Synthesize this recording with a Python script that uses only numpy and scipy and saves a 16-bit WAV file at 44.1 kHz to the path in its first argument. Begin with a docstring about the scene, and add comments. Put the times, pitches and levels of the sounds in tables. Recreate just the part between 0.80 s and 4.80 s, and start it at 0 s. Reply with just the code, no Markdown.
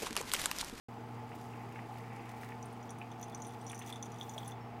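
"""A refrigerator hums and a fan rushes in a small kitchen as water pours from a kettle into a coffee
dripper. Bubbles gurgle and burst in the dripper's cone, and the stream spatters on the wet grounds.
Then coffee drips into the glass jar below: each drop slaps the surface and rings the air in the glass,
and a few tiny bubbles chirp. Last, the kettle is lifted away with two soft bumps and a faint ring."""
import sys
import numpy as np
from scipy import signal
from scipy.fft import rfft, irfft, next_fast_len
from scipy.io import wavfile
from scipy.ndimage import map_coordinates

SR = 44100
rng = np.random.default_rng(int(sys.argv[2]) if len(sys.argv) > 2 else 0)


def transcribe(signal):
    """Save signal, clipped to [-1, 1], as a 16-bit WAV file at the path in sys.argv[1]."""
    frames = np.atleast_2d(signal).T
    limited = np.clip(frames, -1, 1)
    pcm = np.round(limited * 32767).astype(np.int16)
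    wavfile.write(sys.argv[1], SR, pcm)


N = 176400

# A t60 is the time a sound takes to fade by 60 dB. Relative levels get a further gain later.
HUM_TONES = [(117.8, -51), (119.8, -69.5), (203.6, -69.5), (212.8, -64.5), (239.6, -55.5), (407.4, -70),
             (459.4, -62.5), (471.0, -66), (706.4, -69), (814.6, -65)]  # motor and mains tones (f/Hz, rms level/dB)
FAN_COLOUR = [(25, -15), (60, -10.5), (100, -2), (150, 1), (240, -5.5), (310, 0), (440, -4), (530, -9.5),
              (650, -6.5), (950, -6), (1200, -6.5), (1600, -15), (2300, -17.5), (3000, -21), (4000, -29),
              (5000, -31), (7000, -35), (11000, -40.5), (15800, -37)]  # the fan's rush from bass to treble (f/Hz, relative level/dB)
FAN_RESONANCES = [(728, 60, -59), (803.3, 31, -59.5), (863.2, 34, -56), (1042, 9, -70)]  # pitches that stand out of the rush (f/Hz, width/Hz, rms level/dB)
WHINE_LEVELS = [(.1, -79.5), (1.7, -80.5), (2.4, -85)]  # a faint high whine (t/s, level/dB)
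CONE_RESONANCES = [(1720, 300, -6), (2023, 190, 0), (2278, 62, 3), (2610, 270, -3.5)]  # air ringing in the dripper (f/Hz, width/Hz, relative level/dB)
GURGLE_LEVELS = [(.1, -67), (.3, -66), (.4, -60.5), (.65, -67), (.75, -56.5), (.85, -59.5), (.98, -54.5),
                 (1.08, -65), (1.2, -56.5), (1.45, -54.5), (1.72, -56), (1.76, -66), (2.85, -66),
                 (2.93, -62), (3.1, -58), (3.16, -62), (3.7, -64), (3.76, -63)]  # the stream churning the grounds (t/s, relative level/dB)
SPATTER_LEVELS = [(.1, -74), (.48, -74), (.61, -67.5), (.72, -70.5), (1.08, -71), (1.18, -68.5),
                  (1.28, -71.5), (1.45, -72), (1.64, -66), (1.77, -72.5), (2.36, -75), (2.85, -69),
                  (3.03, -68), (3.09, -63), (3.18, -71.5), (3.36, -71.5), (3.7, -68), (3.75, -89)]  # spatter on the wet grounds (t/s, relative level/dB)
FILTER_SPLATS = [(0.4918, -53), (0.5524, -51), (0.612, -49), (0.9227, -50.5), (1.141, -51), (1.1737, -53),
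                 (1.184, -48), (1.362, -49), (1.456, -51), (1.492, -44), (1.515, -48), (1.613, -48),
                 (1.6265, -49), (1.634, -47), (1.645, -45), (1.6888, -48), (2.0562, -54), (2.498, -48),
                 (3.07, -47), (3.093, -43), (3.102, -41.5)]  # single splats on the filter (t/s, relative level/dB)
SPLAT_SPECTRUM = [(1000, -12), (2500, 5.5), (5000, 1), (15800, -5.5)]  # tone colour of a splat (f/Hz, relative level/dB)
BURSTING_BUBBLES = [(0.5172, -38.5, 1850), (0.5287, -43, 2410), (0.734, -41.5, 2130), (0.756, -43, 1980),
                    (0.9582, -38, 2040), (0.9901, -35.5, 1880), (1.6327, -38.5, 2030), (1.72, -36, 2030),
                    (2.2148, -31.5, 2440), (2.747, -45, 2640), (2.9103, -42, 2300), (2.9303, -35, 1880),
                    (2.932, -41.5, 2570), (3.0154, -38.5, 2480), (3.031, -42, 2500), (3.698, -43, 2210)]  # larger bubbles (t/s, relative level/dB, f/Hz)
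SPRAY_BURSTS = [(0.548, 0.564, -65), (1.55, 1.695, -72), (3.066, 3.108, -65), (3.393, 3.72, -67)]  # moments when the stream breaks up (start t/s, end t/s, level/dB)
SPRAY_SPECTRUM = [(2000, -35), (5000, -26), (8000, 1), (11500, -7), (14300, 4), (15800, -1)]  # tone colour of that hiss (f/Hz, relative level/dB)
# drops landing in the jar (t/s, then relative level/dB in the low, middle, high and top pitch band)
JAR_DROPS = [(1.827, -83, -56.5, -71, -78), (1.857, -83, -78, -63, -74), (1.927, -82, -82, -66.5, -80),
             (2.028, -85, -67, -84, -90), (2.093, -63.5, -62, -87, -85), (2.105, -76, -57.5, -58.5, -81),
             (2.185, -85, -72, -68.5, -82), (2.316, -62.5, -67, -77, -81), (2.396, -81, -69, -78, -86),
             (2.4128, -82, -65, -71, -62), (2.4279, -62.5, -51, -71, -73), (2.44, -83, -72, -68, -76),
             (2.528, -66, -77, -87, -90), (2.547, -73, -50.5, -66, -78), (2.601, -85, -67, -75, -81),
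             (2.62, -77, -52.5, -68, -72), (2.648, -65, -58, -69, -86), (2.6677, -77, -64, -59, -73),
             (2.681, -85, -76, -66, -86), (2.747, -74, -87, -89, -79), (2.8657, -70, -55.5, -67, -77),
             (2.879, -83, -57, -82, -85), (2.898, -55, -58, -62, -75), (2.916, -68, -59, -55, -76),
             (2.946, -77, -56.5, -62, -73), (2.955, -80, -61, -71, -85), (2.977, -83, -61, -70, -84),
             (2.991, -79, -55, -57.5, -61), (3.021, -58.5, -65, -81, -84), (3.062, -77, -62, -66, -69),
             (3.075, -63, -63, -66, -69), (3.1, -57, -67, -71, -75), (3.126, -51, -71, -59.5, -78),
             (3.159, -57, -63, -69, -86), (3.2263, -59.5, -49, -60.5, -76), (3.257, -77, -63, -70, -71),
             (3.319, -72, -61.5, -71, -78), (3.385, -69, -65, -74, -76), (3.4116, -46, -62, -74, -77),
             (3.429, -78, -63, -71, -82), (3.4943, -66, -53.5, -64.5, -73), (3.537, -73, -61.5, -76, -82),
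             (3.58, -44.5, -65, -64, -71), (3.585, -62, -61.5, -68, -77), (3.631, -59, -79, -80, -82),
             (3.647, -76, -65, -82, -86), (3.659, -65, -66, -81, -85), (3.6777, -71, -60, -61, -66),
             (3.71, -79, -65, -74, -80), (3.718, -59.5, -72, -77, -78)]
JAR_RINGS = [(3388, -0.5, 0.017), (3515, -3, 0.019), (5895, -6.5, 0.037), (6210, -5.5, 0.025),
             (6620, -12, 0.012), (6880, -9.5, 0.023), (8420, 2, 0.026), (9100, 3.5, 0.04),
             (9820, -3, 0.033), (10200, 2, 0.022), (10810, 3.5, 0.027), (12400, 2, 0.015), (13500, 5, .018),
             (14500, 0, .02)]  # the jar's ringing tones (f/Hz, relative level/dB, t60/s)
BAND_BORDERS = [4500, 7700, 11800]  # where the four bands meet (f/Hz)
BAND_GAINS = [0.79, 1.3, 0.56, 0.3]  # weight of each band (gain/dB)
SPLASH_RANGES = [(3000, 4000), (5600, 7100), (8000, 11300), (11900, 15800)]  # splash noise in each band (low f/Hz, high f/Hz)
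SPLASH_LEVELS = [-15, -10, -5, 0]  # splash against the rings in each band (level/dB)
CHIRPING_BUBBLES = [(2.574, -50, 8100), (2.638, -49, 8800), (2.81, -52, 8150), (2.843, -50, 8850),
                    (2.894, -43, 9100), (3.124, -45, 8300), (3.126, -37.5, 3460), (3.6768, -36.5, 9900)]  # tiny bubbles in the jar (t/s, level/dB, starting f/Hz)
KETTLE_BUMPS = [(3.562, 645, -39.5), (3.566, 440, -46)]  # bumps as the kettle is lifted (t/s, f/Hz, level/dB)
ROOM_DECAY = [(300, 0.15), (3000, 0.2), (8000, 0.11), (15000, 0.11)]  # how long the kitchen echoes (f/Hz, t60/s)


def amp(db):
    """Turn decibels into a gain."""
    return 10 ** (np.asarray(db) / 20)


def unit(x):
    """Scale to an average strength (rms) of 1."""
    return x / np.sqrt(np.mean(x ** 2) + 1e-20)


def along(points, hz):
    """Read between (f/Hz, value) points on a log frequency axis."""
    f, v = np.transpose(points)
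    return np.interp(np.log(hz + 1), np.log(f + 1), v)


def curve(rows):
    """Join (t/s, value) rows into one value per sample."""
    return np.interp(np.arange(N) / SR, *np.transpose(rows))


def wobble(rate):
    """A smooth curve through `rate` random points a second."""
    return map_coordinates(rng.standard_normal(int(N * rate / SR) + 4), [np.arange(N) * rate / SR])


def filtered(x, response):
    """Scale each frequency f in x by response(f)."""
    m = next_fast_len(len(x) + 8192)
    return irfft(rfft(x, m) * response(np.fft.rfftfreq(m, 1 / SR)), m)[:len(x)]


def noise(response, size=N):
    """Filtered noise of rms 1."""
    return unit(filtered(rng.standard_normal(size), response))


def fade(t, t60):
    """Die away by 60 dB every t60 seconds."""
    return np.exp(-np.log(1000) * t / t60)


def attack(t, rise_s):
    """Swell quickly from 0 towards 1."""
    return 1 - np.exp(-t / rise_s)


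def add(out, s, sound):
    """Mix a sound in at s seconds."""
    i = max(round(s * SR), 0)
    out[i:i + len(sound)] += sound[:max(len(out) - i, 0)]


def refrigerator(waver_db=1, drift_rad=0.17):
    """The motor and the mains hum in slightly unsteady tones."""
    out, t = np.zeros(N), np.arange(N) / SR
    for hz, db in HUM_TONES:
        peak = np.sqrt(2) * amp(db + waver_db * wobble(5.13))
        out += peak * np.sin(2 * np.pi * (hz * t + rng.random()) + drift_rad * wobble(1.57))
    return out


def narrow_noise(hz, width):
    """Noise gathered around one pitch."""
    return noise(lambda f: 1 / (1 + ((f - hz) / width) ** 2))


def fan(rush_db=-52):
    """Moving air makes a broad rush, with a few resonances on top."""
    resonances = sum(amp(db) * narrow_noise(hz, width) for hz, width, db in FAN_RESONANCES)
    return resonances + amp(rush_db) * noise(lambda f: amp(along(FAN_COLOUR, f)))


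def whine():
    """A faint high whine that grows quieter."""
    return amp(curve(WHINE_LEVELS)) * narrow_noise(hz=4830, width=67)


def bubbles(per_s, hz, spread, scatter_db, cycles=11, size=600):
    """A cloud of tiny bubbles, each ringing for a few cycles at its own pitch; rms 1."""
    count = int(per_s * N / SR)
    t = np.arange(size) / SR
    pitch = np.minimum(hz * np.exp(spread * rng.standard_normal((count, 1))), SR / 2)
    strength = amp(scatter_db * np.minimum(rng.exponential(size=(count, 1)), np.pi))
    rings = strength * np.sin(2 * np.pi * pitch * t) * fade(t, cycles / pitch)
    positions = rng.integers(0, N, (count, 1)) + np.arange(size)
    return unit(np.bincount(positions.ravel(), rings.ravel(), N)[:N])  # add up overlapping rings


def cone(f):
    """The air in the dripper boosts the pitches at which it rings."""
    return sum((-1) ** k * amp(db) * 1j * f * width / (hz ** 2 - f ** 2 + 1j * f * width)
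               for k, (hz, width, db) in enumerate(CONE_RESONANCES))


def gurgle(gain_db=-5, flutter_db=1.6):
    """The stream churns up bubbles in the grounds, heard through the cone."""
    churn = unit(filtered(bubbles(per_s=700, hz=2210, spread=0.25, scatter_db=3.2), cone))
    return amp(curve(GURGLE_LEVELS) + gain_db + flutter_db * wobble(35)) * churn


def spatter(gain_db=1, flutter_db=1.3):
    """The stream hits the wet grounds in a fizz of very small bubbles."""
    loudness = amp(curve(SPATTER_LEVELS) + gain_db + flutter_db * wobble(90))
    return loudness * bubbles(per_s=3500, hz=8030, spread=0.53, scatter_db=3.4, size=96)


def splats(gain_db=-7.5, size=2000):
    """Water hits the filter in short, bright bursts of noise."""
    out, t = np.zeros(N), np.arange(size) / SR
    for s, db in FILTER_SPLATS:
        burst = noise(lambda f: amp(along(SPLAT_SPECTRUM, f)), size)
        add(out, s, amp(db + gain_db) * fade(t, t60=0.031) * burst)
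    return out


def plops(gain_db=-7, ring_db=-4, puff_width_hz=710, t60=0.027, size=3000):
    """A larger bubble bursts: a short rising ring and a wet puff around its pitch."""
    out, t = np.zeros(N), np.arange(size) / SR
    for s, db, hz in BURSTING_BUBBLES:
        ring = amp(ring_db) * np.sin(2 * np.pi * hz * t * (1 + 0.44 * t / t60 / 2))  # up 44% by t60
        puff = noise(lambda f: 1 / (1 + ((f - hz) / puff_width_hz) ** 4), size)
        add(out, s, amp(db + gain_db) * (ring + puff) * fade(t, t60) * attack(t, 0.00044))
    return out


def spray(edge_s=0.008, flutter_db=1.1):
    """The stream hisses whenever it breaks up."""
    t = np.arange(N) / SR
    bursts = sum(amp(db) * np.clip(np.minimum(t - start, end - t) / edge_s + .5, 0, 1)
                 for start, end, db in SPRAY_BURSTS)
    return bursts * amp(flutter_db * wobble(120)) * noise(lambda f: amp(along(SPRAY_SPECTRUM, f)))


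def drop(levels_db, scatter_db=3.5, detune=0.0025, size=4000):
    """One drop slaps the surface, splashes and rings the jar, with its own level in each band."""
    t = np.arange(size) / SR
    hz, db, t60 = np.transpose(JAR_RINGS)[:, :, None]
    level_dice, pitch_dice, phase = rng.standard_normal((3, len(JAR_RINGS), 1))
    pitch = hz * (1 + detune * pitch_dice)
    rings = amp(db + scatter_db * level_dice) * fade(t, t60) * np.sin(2 * np.pi * (pitch * t + phase))
    band = np.searchsorted(BAND_BORDERS, hz[:, 0])
    body = np.zeros(size)
    for k, (lo, hi) in enumerate(SPLASH_RANGES):
        hiss = noise(lambda f: 1 / (1 + ((2 * f - lo - hi) / (hi - lo)) ** 4), size)
        splash = amp(SPLASH_LEVELS[k]) * unit(hiss * fade(t, t60=0.0078))
        ring = unit(rings[band == k].sum(0))
        body += amp(levels_db[k] + BAND_GAINS[k]) * unit(ring + splash)
    # The slap is noise from about 2500 to 10800 Hz; it follows the loudest of the upper three bands.
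    slap_noise = noise(lambda f: f ** 2 / (f ** 2 + 2500 ** 2) / (1 + (f / 10800) ** 4), size)
    slap = amp(max(levels_db[1:]) + 0.5) * fade(t, t60=0.0064) * slap_noise
    return slap + .5 * body * attack(t, 0.00052)


def dripping(rebound_db=-9.5):
    """Coffee drips into the jar; just after each drop, a smaller one falls back."""
    out = np.zeros(N)
    for s, *levels_db in JAR_DROPS:
        add(out, s, drop(levels_db))
        add(out, s + rng.uniform(0.003, 0.0081), amp(rebound_db) * drop(levels_db))
    return out


def droplets(start_s=2.4, end_s=3.7, per_s=20, levels_db=(-70, -72, -76, -89), scatter_db=3):
    """Small drops land at random between the main ones."""
    out = np.zeros(N)
    for s in rng.uniform(start_s, end_s, int(per_s * (end_s - start_s))):
        add(out, s, drop(levels_db + scatter_db * rng.standard_normal(len(levels_db))))
    return out


def chirps(rise_per_s=5.2, size=1500):
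    """A trapped bubble rises in pitch as it nears the surface."""
    out, t = np.zeros(N), np.arange(size) / SR
    for s, db, hz in CHIRPING_BUBBLES:
        ring = np.sin(2 * np.pi * hz * t * (1 + rise_per_s * t / 2))
        add(out, s, amp(db) * ring * fade(t, t60=0.029) * attack(t, 0.0017))
    return out


def kettle_lift(ring_s=3.808, ring_hz=5400, ring_db=-68.5, size=12000):
    """The kettle is lifted away: dull bumps, then a faint ring."""
    out, t = np.zeros(N), np.arange(size) / SR
    for s, hz, db in KETTLE_BUMPS:
        add(out, s, amp(db) * np.sin(2 * np.pi * hz * t) * fade(t, t60=0.073) * attack(t, 0.0014))
    add(out, ring_s, amp(ring_db) * np.sin(2 * np.pi * ring_hz * t) * fade(t, t60=0.51))
    return out


def kitchen(x, delay_samples=130):
    """The small room's echo, which dies soonest in the treble."""
    hz, t, spectrum = signal.stft(rng.standard_normal(SR // 2), SR, nperseg=256)
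    tail = signal.istft(spectrum * fade(t, along(ROOM_DECAY, hz)[:, None]), SR, nperseg=256)[1]
    return signal.fftconvolve(x, np.pad(tail / np.linalg.norm(tail), (delay_samples, 0)))[:N]


def scene(echo_db=-11):
    """The pour and the drips close by, their echo, and the appliances behind them."""
    background = refrigerator() + fan() + whine()
    near = kettle_lift() + plops() + splats() + dripping() + droplets() + chirps()
    near += gurgle() + spatter() + spray()
    return (near + amp(echo_db) * kitchen(near) + background)[None]


def record(dry, start_s=0.084, top_hz=15850):
    """The sound starts after a moment of silence and has no treble above top_hz."""
    fade_in = np.clip((np.arange(N) / SR - start_s) / .002, 0, 1)
    return filtered(dry[0] * fade_in, lambda hz: hz < top_hz)[None]


dry = scene()
out = record(dry)
transcribe(out)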